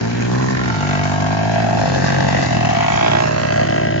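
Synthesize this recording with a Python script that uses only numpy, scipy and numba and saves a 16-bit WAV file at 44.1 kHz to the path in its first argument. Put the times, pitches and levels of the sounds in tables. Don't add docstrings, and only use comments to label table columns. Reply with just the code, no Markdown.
import sys
import numpy as np
from scipy import signal
from scipy.io import wavfile
from scipy.ndimage import uniform_filter1d
from numba import njit

SR = 44100
rng = np.random.default_rng(int(sys.argv[2]) if len(sys.argv) > 2 else 0)


def to_wav(s):
    ch = np.atleast_2d(s).T
    pcm = np.round(np.clip(ch, -1, 1) * 32767)
    wavfile.write(sys.argv[1], SR, pcm.astype(np.int16))


N = 176400
T = np.arange(N) / SR
GAS_DECAY_S = .003

# time in seconds, level in dB.
MACHINERY_LEVEL = [(0.0, -31.5), (0.6, -29.5), (1.1, -29), (1.55, -31), (1.85, -27.5), (2.2, -25.5),
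                   (2.7, -27), (3.1, -27.5), (3.4, -29.5), (3.7, -30.5), (4.0, -37.5)]
# time in seconds, delay in seconds.
RIGHT_DELAY = [(0, 0.0013), (.4, 0.0012), (.6, 0.0013), (.9, .0014), (1.15, 0.0013), (1.75, .0012),
               (2.1, 0.0011), (2.4, 0.0011), (2.8, 0.000933), (3.1, 0.00081), (3.45, 0.00067), (4, 0.0006)]


def from_db(db):
    return 10 ** (np.asarray(db) / 20)


def in_time(rows):
    times, *columns = np.transpose(rows)
    return [np.interp(T, times, column) for column in columns]


def at_hz(points, hz):
    frequencies, values = np.transpose(points)
    return np.interp(np.log(hz), np.log(frequencies), values)


def even(x):
    power = uniform_filter1d(uniform_filter1d(x ** 2, size=4400), size=4400)
    return x / np.sqrt(power + 1e-18)


def fade(clicks, decay_s):
    return signal.lfilter([1], [1, -np.exp(-1 / (decay_s * SR))], clicks + 1e-18)


def firings(speed, first_cycle, uneven_db, jitter_s):
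    cycles = np.cumsum(in_time(speed)[0]) / SR
    onsets_s = np.interp(np.arange(first_cycle, cycles[-1], 1), cycles, T)
    timing, strength = rng.standard_normal((len(onsets_s), 2)).T
    samples = ((onsets_s + jitter_s * timing) * SR).astype(int)
    clicks = np.zeros(N)
    clicks[np.clip(samples, 0, N - 1)] = from_db(uneven_db * np.minimum(strength, 1.5))
    return clicks


def puffs(clicks, rough, decay_s):
    envelope = np.sqrt(2 / (decay_s * SR)) * fade(clicks, decay_s)
    return clicks + rough * envelope * rng.standard_normal(N)


@njit
def resonate(x, hz, width_hz):
    angle = 2 * np.pi * hz / SR
    r = np.exp(-np.pi * width_hz / SR)
    y = np.zeros(len(x))
    for i in range(2, len(x)):
        drive = (1 - r * r) / 2 * (x[i] - x[i - 2])
        y[i] = drive + 2 * r * np.cos(angle[i]) * y[i - 1] - r * r * y[i - 2]
    return y


def ring(x, modes, band_hz, scale=1):
    total = sum((-1) ** k * from_db(db) * resonate(x, centre * scale * np.ones(N), width)
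                for k, (centre, width, db) in enumerate(modes))
    return even(signal.sosfilt(signal.butter(2, band_hz, "band", fs=SR, output="sos"), total))


def arrive(x, lag_s):
    left, right = np.broadcast_to(x, (2, N))
    return np.array([left, np.interp(T - lag_s, T, right)])


def far_bike():
    # time in seconds, firings per second.
    speed = [(0, 56), (.1, 58.4), (.25, 59.5), (.4, 64), (.5, 64.5), (.68, 62.5), (.77, 48.5), (.92, 48.5),
             (1.15, 50), (1.35, 53.5), (1.55, 56.3), (1.78, 56.5), (1.88, 44.3), (2.1, 44.3), (2.4, 45.5),
             (2.46, 41), (2.7, 38.7), (2.9, 36.8), (3.25, 36.8), (3.6, 35.8), (4, 35.7)]
    # time in seconds, level in dB.
    level = [(0.0, -18.5), (0.15, -18.5), (0.3, -16), (0.5, -19), (0.62, -19.5), (0.75, -18), (0.9, -16),
             (1.3, -16.5), (1.6, -16.5), (1.75, -17), (1.9, -17), (2.25, -15), (2.42, -17.5), (2.6, -15.5),
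             (2.85, -21), (3.3, -21), (3.7, -19), (4.0, -20)]
    # frequency in Hz, bandwidth in Hz, level in dB.
    boom_modes = [(123.3, 40, 0.5), (182.2, 38.6, -4.5), (235.2, 46.7, -6.5)]
    edge_modes = [(237.3, 100, 4), (357, 13, -12), (344, 76, -2.5), (537, 87, -21)]
    clicks = firings(speed, first_cycle=.55, uneven_db=.8, jitter_s=.00008)
    gas = puffs(clicks, rough=.08, decay_s=.006)
    boom = ring(gas, boom_modes, band_hz=(77, 596))
    edge_db = -9.5 + (in_time(speed)[0] - 55)
    edge = from_db(edge_db) * ring(gas, edge_modes, band_hz=(206, 795))
    return arrive(from_db(in_time(level)[0] - 3) * (boom + edge), lag_s=.001)


def double_hit(x, delay_s=.0045, second_db=-9):
    return x + from_db(second_db) * np.interp(T - delay_s, T, x)


def scatter(x, t60_s=.1):
    t = np.arange(SR // 4) / SR
    tail = rng.standard_normal((2, len(t))) * from_db(-60 * t / t60_s)
    tail /= np.sqrt(np.sum(tail ** 2, axis=1, keepdims=True))
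    return signal.fftconvolve(x[None], tail, axes=1)[:, :N]


def near_exhaust(clicks):
    # time in seconds, roughness from 0 to 1.
    turbulence = [(0, .2), (1.4, .22), (1.8, .3), (2.1, .27), (2.3, .42), (2.72, .35), (2.85, .12),
                  (3.45, .14), (3.6, .38), (3.76, .12), (4, .14)]
    # frequency in Hz, bandwidth in Hz, level in dB.
    thud_modes = [(56, 18, -6.5), (113, 210, -3.5), (254, 86, -3)]
    drone_modes = [(290, 77, -3.5), (327.3, 16, 9), (384, 55, -1), (514, 89, -8.5)]
    rasp_modes = [(1047, 140, 0.5), (1417, 13, 0.5), (1612, 37, 5), (1813, 24, -1), (1924, 33, 3.5),
                  (2320, 290, -10.5), (2619, 65, -1), (3174, 270, -9.5), (4040, 600, -22)]
    # time in seconds, frequency in Hz.
    bark_centre = [(0, 653), (1.0, 683), (1.7, 665), (2.1, 712), (2.4, 651), (2.7, 667), (3.0, 703),
                   (3.25, 732), (3.5, 620), (3.8, 603), (4, 570)]
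    # multiple of the main one, bandwidth in Hz, level in dB.
    bark_modes = [(.84, 70, -2), (1.002, 76.8, 5), (1.161, 90, 3.5), (1.37, 70, -16.5)]
    # time in seconds, level in dB.
    thud_level = [(0, -45), (1.0, -42), (2.0, -29), (2.6, -28.5), (3.1, -40.5), (4, -30)]
    drone_level = [(0, -27), (1, -46.5), (2.4, -43.5), (2.85, -38.5), (3.05, -25.5), (3.5, -33), (3.8, -27),
                   (4, -28)]
    # time in seconds, bark in dB, rasp in dB.
    bark_rasp_levels = [(0, -32.5, -40), (.3, -52, -47), (.6, -37.5, -41.5), (.95, -24.5, -23.5),
                        (1.2, -22.5, -30), (1.45, -19.5, -29), (1.6, -16, -25.5), (1.82, -17, -31),
                        (1.92, -22, -29), (2.1, -23, -32.5), (2.35, -20.5, -27), (2.48, -20, -27),
                        (2.72, -15, -26.5), (2.95, -16, -20), (3.2, -16.5, -22), (3.28, -24.5, -28),
                        (3.48, -17.5, -23.5), (3.6, -13.5, -24), (3.66, -18.5, -27.5), (3.78, -17, -24.5),
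                        (4, -20.5, -27)]
    # time in seconds, left minus right in dB.
    rasp_pan = [(0, -8.5), (1, 1), (2.2, 2), (2.7, 2.5), (3.2, -8), (3.7, -2), (4, 1)]
    bark_db, rasp_db = in_time(bark_rasp_levels)
    bark_hz, = in_time(bark_centre)
    rough, = in_time(turbulence)
    long_puffs = puffs(double_hit(clicks), rough, decay_s=.007)
    harsh_puffs = puffs(clicks, rough=.35, decay_s=GAS_DECAY_S)
    short_puffs = puffs(double_hit(clicks), rough, decay_s=GAS_DECAY_S)
    thud = from_db(in_time(thud_level)[0]) * ring(long_puffs, thud_modes, band_hz=(46, 455))
    drone = from_db(in_time(drone_level)[0]) * ring(long_puffs, drone_modes, band_hz=(230, 650))
    bark = from_db(bark_db - 3) * ring(long_puffs, bark_modes, band_hz=(414, 1300), scale=bark_hz)
    rasp = from_db(rasp_db - 3.5) * ring(harsh_puffs, rasp_modes, band_hz=(820, 5050))
    rasp += flares(short_puffs)
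    balance = from_db(in_time(rasp_pan)[0] * np.array([[.5], [-.5]]))
    direct = arrive(thud + drone + bark + balance * rasp, in_time(RIGHT_DELAY)[0])
    return direct + scatter(from_db(-14) * bark + from_db(-11) * rasp)


def drift(rate_hz):
    step, settle = 40, 2000
    r = np.exp(-2 * np.pi * rate_hz * step / SR)
    white = rng.standard_normal(N // step + settle + 2)
    slow = signal.lfilter([1], [1, -2 * r, r * r], white)[settle:]
    return np.interp(np.arange(N) / step, np.arange(len(slow)), slow / slow.std())


def banded_noise(spectrum, flicker_db, flicker_hz):
    # frequency in Hz, correlation from 0 to 1.
    coherence = [(50, 0), (200, 1), (1000, 0.8), (7000, .4)]
    edges_hz = 22 * 2 ** np.arange(0, 9, .5)
    white = rng.standard_normal((2, 2, N))
    out = 0
    for k, (low, high) in enumerate(zip(edges_hz, edges_hz[1:])):
        hz = np.sqrt(low * high)
        band = signal.butter(2, [low, high], "band", fs=SR, output="sos")
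        mid, side = signal.sosfilt(band, white[k % 2])
        alike = at_hz(coherence, hz)
        gain = from_db(at_hz(spectrum, hz) + flicker_db * drift(flicker_hz))
        out = out + gain * (np.sqrt(1 + alike) * mid + np.sqrt(1 - alike) * side * [[1], [-1]])
    return out / out.std()


def near_clatter(clicks, ticks_per_s=240):
    # frequency in Hz, relative spectral density in dB.
    spectrum = [(25, -30.5), (500, -7), (900, 1), (1500, 8), (2500, -0.5), (3500, -5), (4500, -3.5),
                (5600, -6), (6700, -6.5), (7500, -6)]
    ticks = (rng.random(N) < ticks_per_s / SR) * np.minimum(rng.exponential(1, N), 2)
    throb = even(1 + .29 * fade(clicks, decay_s=.0033) + .77 * fade(ticks, decay_s=.0017))
    hiss = throb * banded_noise(spectrum, flicker_db=1.46, flicker_hz=6.9)
    return arrive(from_db(in_time(MACHINERY_LEVEL)[0] + .5) * hiss, in_time(RIGHT_DELAY)[0])


def near_rattle(clicks):
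    # frequency in Hz, bandwidth in Hz, level in dB.
    casing_modes = [(2245, 90, 0.5), (2727, 64, 3), (3012, 200, 3), (4050, 340, 0), (4900, 150, -0.5),
                    (5370, 380, -8), (6455, 250, 2)]
    knocks = puffs(clicks, rough=.4, decay_s=GAS_DECAY_S)
    gain = from_db(in_time(MACHINERY_LEVEL)[0] - 13.5)
    rattle = gain * ring(knocks, casing_modes, band_hz=(1950, 7700))
    return arrive(rattle, in_time(RIGHT_DELAY)[0]) + scatter(from_db(-1.5) * rattle)


def wind():
    # frequency in Hz, relative spectral density in dB.
    spectrum = [(25, -39), (38, -30.5), (52, -14), (80, -4), (150, -1), (300, -5), (600, -22.5),
                (1200, -19), (7000, -41.5)]
    return from_db(-29) * banded_noise(spectrum, flicker_db=4.5, flicker_hz=1.3)


def flares(pulses, fade_s=.12):
    # start and end in seconds, first and last frequency in Hz,
    # bandwidth of each of two resonators in series in Hz, level in dB.
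    glides = [(.25, 1.478, 1027, 1095, 172, -31.5), (0.39, .8, 1846, 1860, 200, -29.5),
              (0.513, 1.004, 1402, 1400, 81, -31.5), (0.603, 1.7, 888, 922, 156, -29.5),
              (1.01, 1.444, 1600, 1624, 50, -41), (1.757, 2.5, 543, 534, 90, -25),
              (1.9, 2.35, 1630, 1657, 280, -31), (2.124, 2.41, 780, 894, 220, -34.5),
              (2.21, 2.58, 1890, 2080, 220, -30), (2.495, 3.22, 2550, 2775, 330, -34.5),
              (2.65, 3.197, 2200, 2130, 300, -33), (2.702, 3.257, 908, 928, 245, -24),
              (2.843, 3.25, 3030, 3270, 380, -28.5), (2.907, 3.527, 637, 580, 130, -24.5),
              (3.105, 3.555, 960, 940, 230, -28), (3.05, 3.853, 1200, 1236, 120, -46.5),
              (3.273, 4.1, 2000, 1760, 420, -39.5), (3.3, 4.1, 3120, 2930, 400, -36),
              (3.26, 3.725, 4300, 4550, 400, -42.5), (3.485, 4.103, 738, 735, 130, -30.5)]
    out = np.zeros(N)
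    for start, end, first_hz, last_hz, width, db in glides:
        hz = np.interp(T, [start, end], [first_hz, last_hz])
        swell = np.clip(np.minimum(T - start, end - T) / fade_s, 0, 1)
        ringing = resonate(resonate(pulses, hz, width), hz, width)
        out += from_db(db) * swell * even(ringing)
    return out


def scene():
    # time in seconds, firings per second.
    near_speed = [(0.0, 49.19), (0.12, 50.11), (0.45, 46.66), (0.62, 46.25), (0.73, 46.9), (0.84, 48.01),
                  (0.92, 47.57), (1.0, 49.88), (1.1, 47.01), (1.18, 48.13), (1.3, 47.59), (1.55, 47.25),
                  (1.73, 46.99), (2.02, 48.81), (2.23, 49.11), (2.32, 49.97), (2.55, 49.42), (2.68, 49.14),
                  (2.76, 52.41), (2.89, 52.31), (2.98, 57.01), (3.14, 56.56), (3.23, 57.71), (3.29, 55.44),
                  (3.37, 57.02), (3.5, 55.51), (3.7, 53.93), (3.85, 55.99), (4.0, 53.49)]
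    clicks = firings(near_speed, first_cycle=.5, uneven_db=1.4, jitter_s=.00005)
    near_bike = near_exhaust(clicks) + near_clatter(clicks) + near_rattle(clicks)
    return far_bike() + near_bike + wind()


def record(dry, cutoff_hz=7250):
    return signal.sosfilt(signal.ellip(12, .2, 90, cutoff_hz, fs=SR, output="sos"), dry)


dry = scene()
out = record(dry)
to_wav(out)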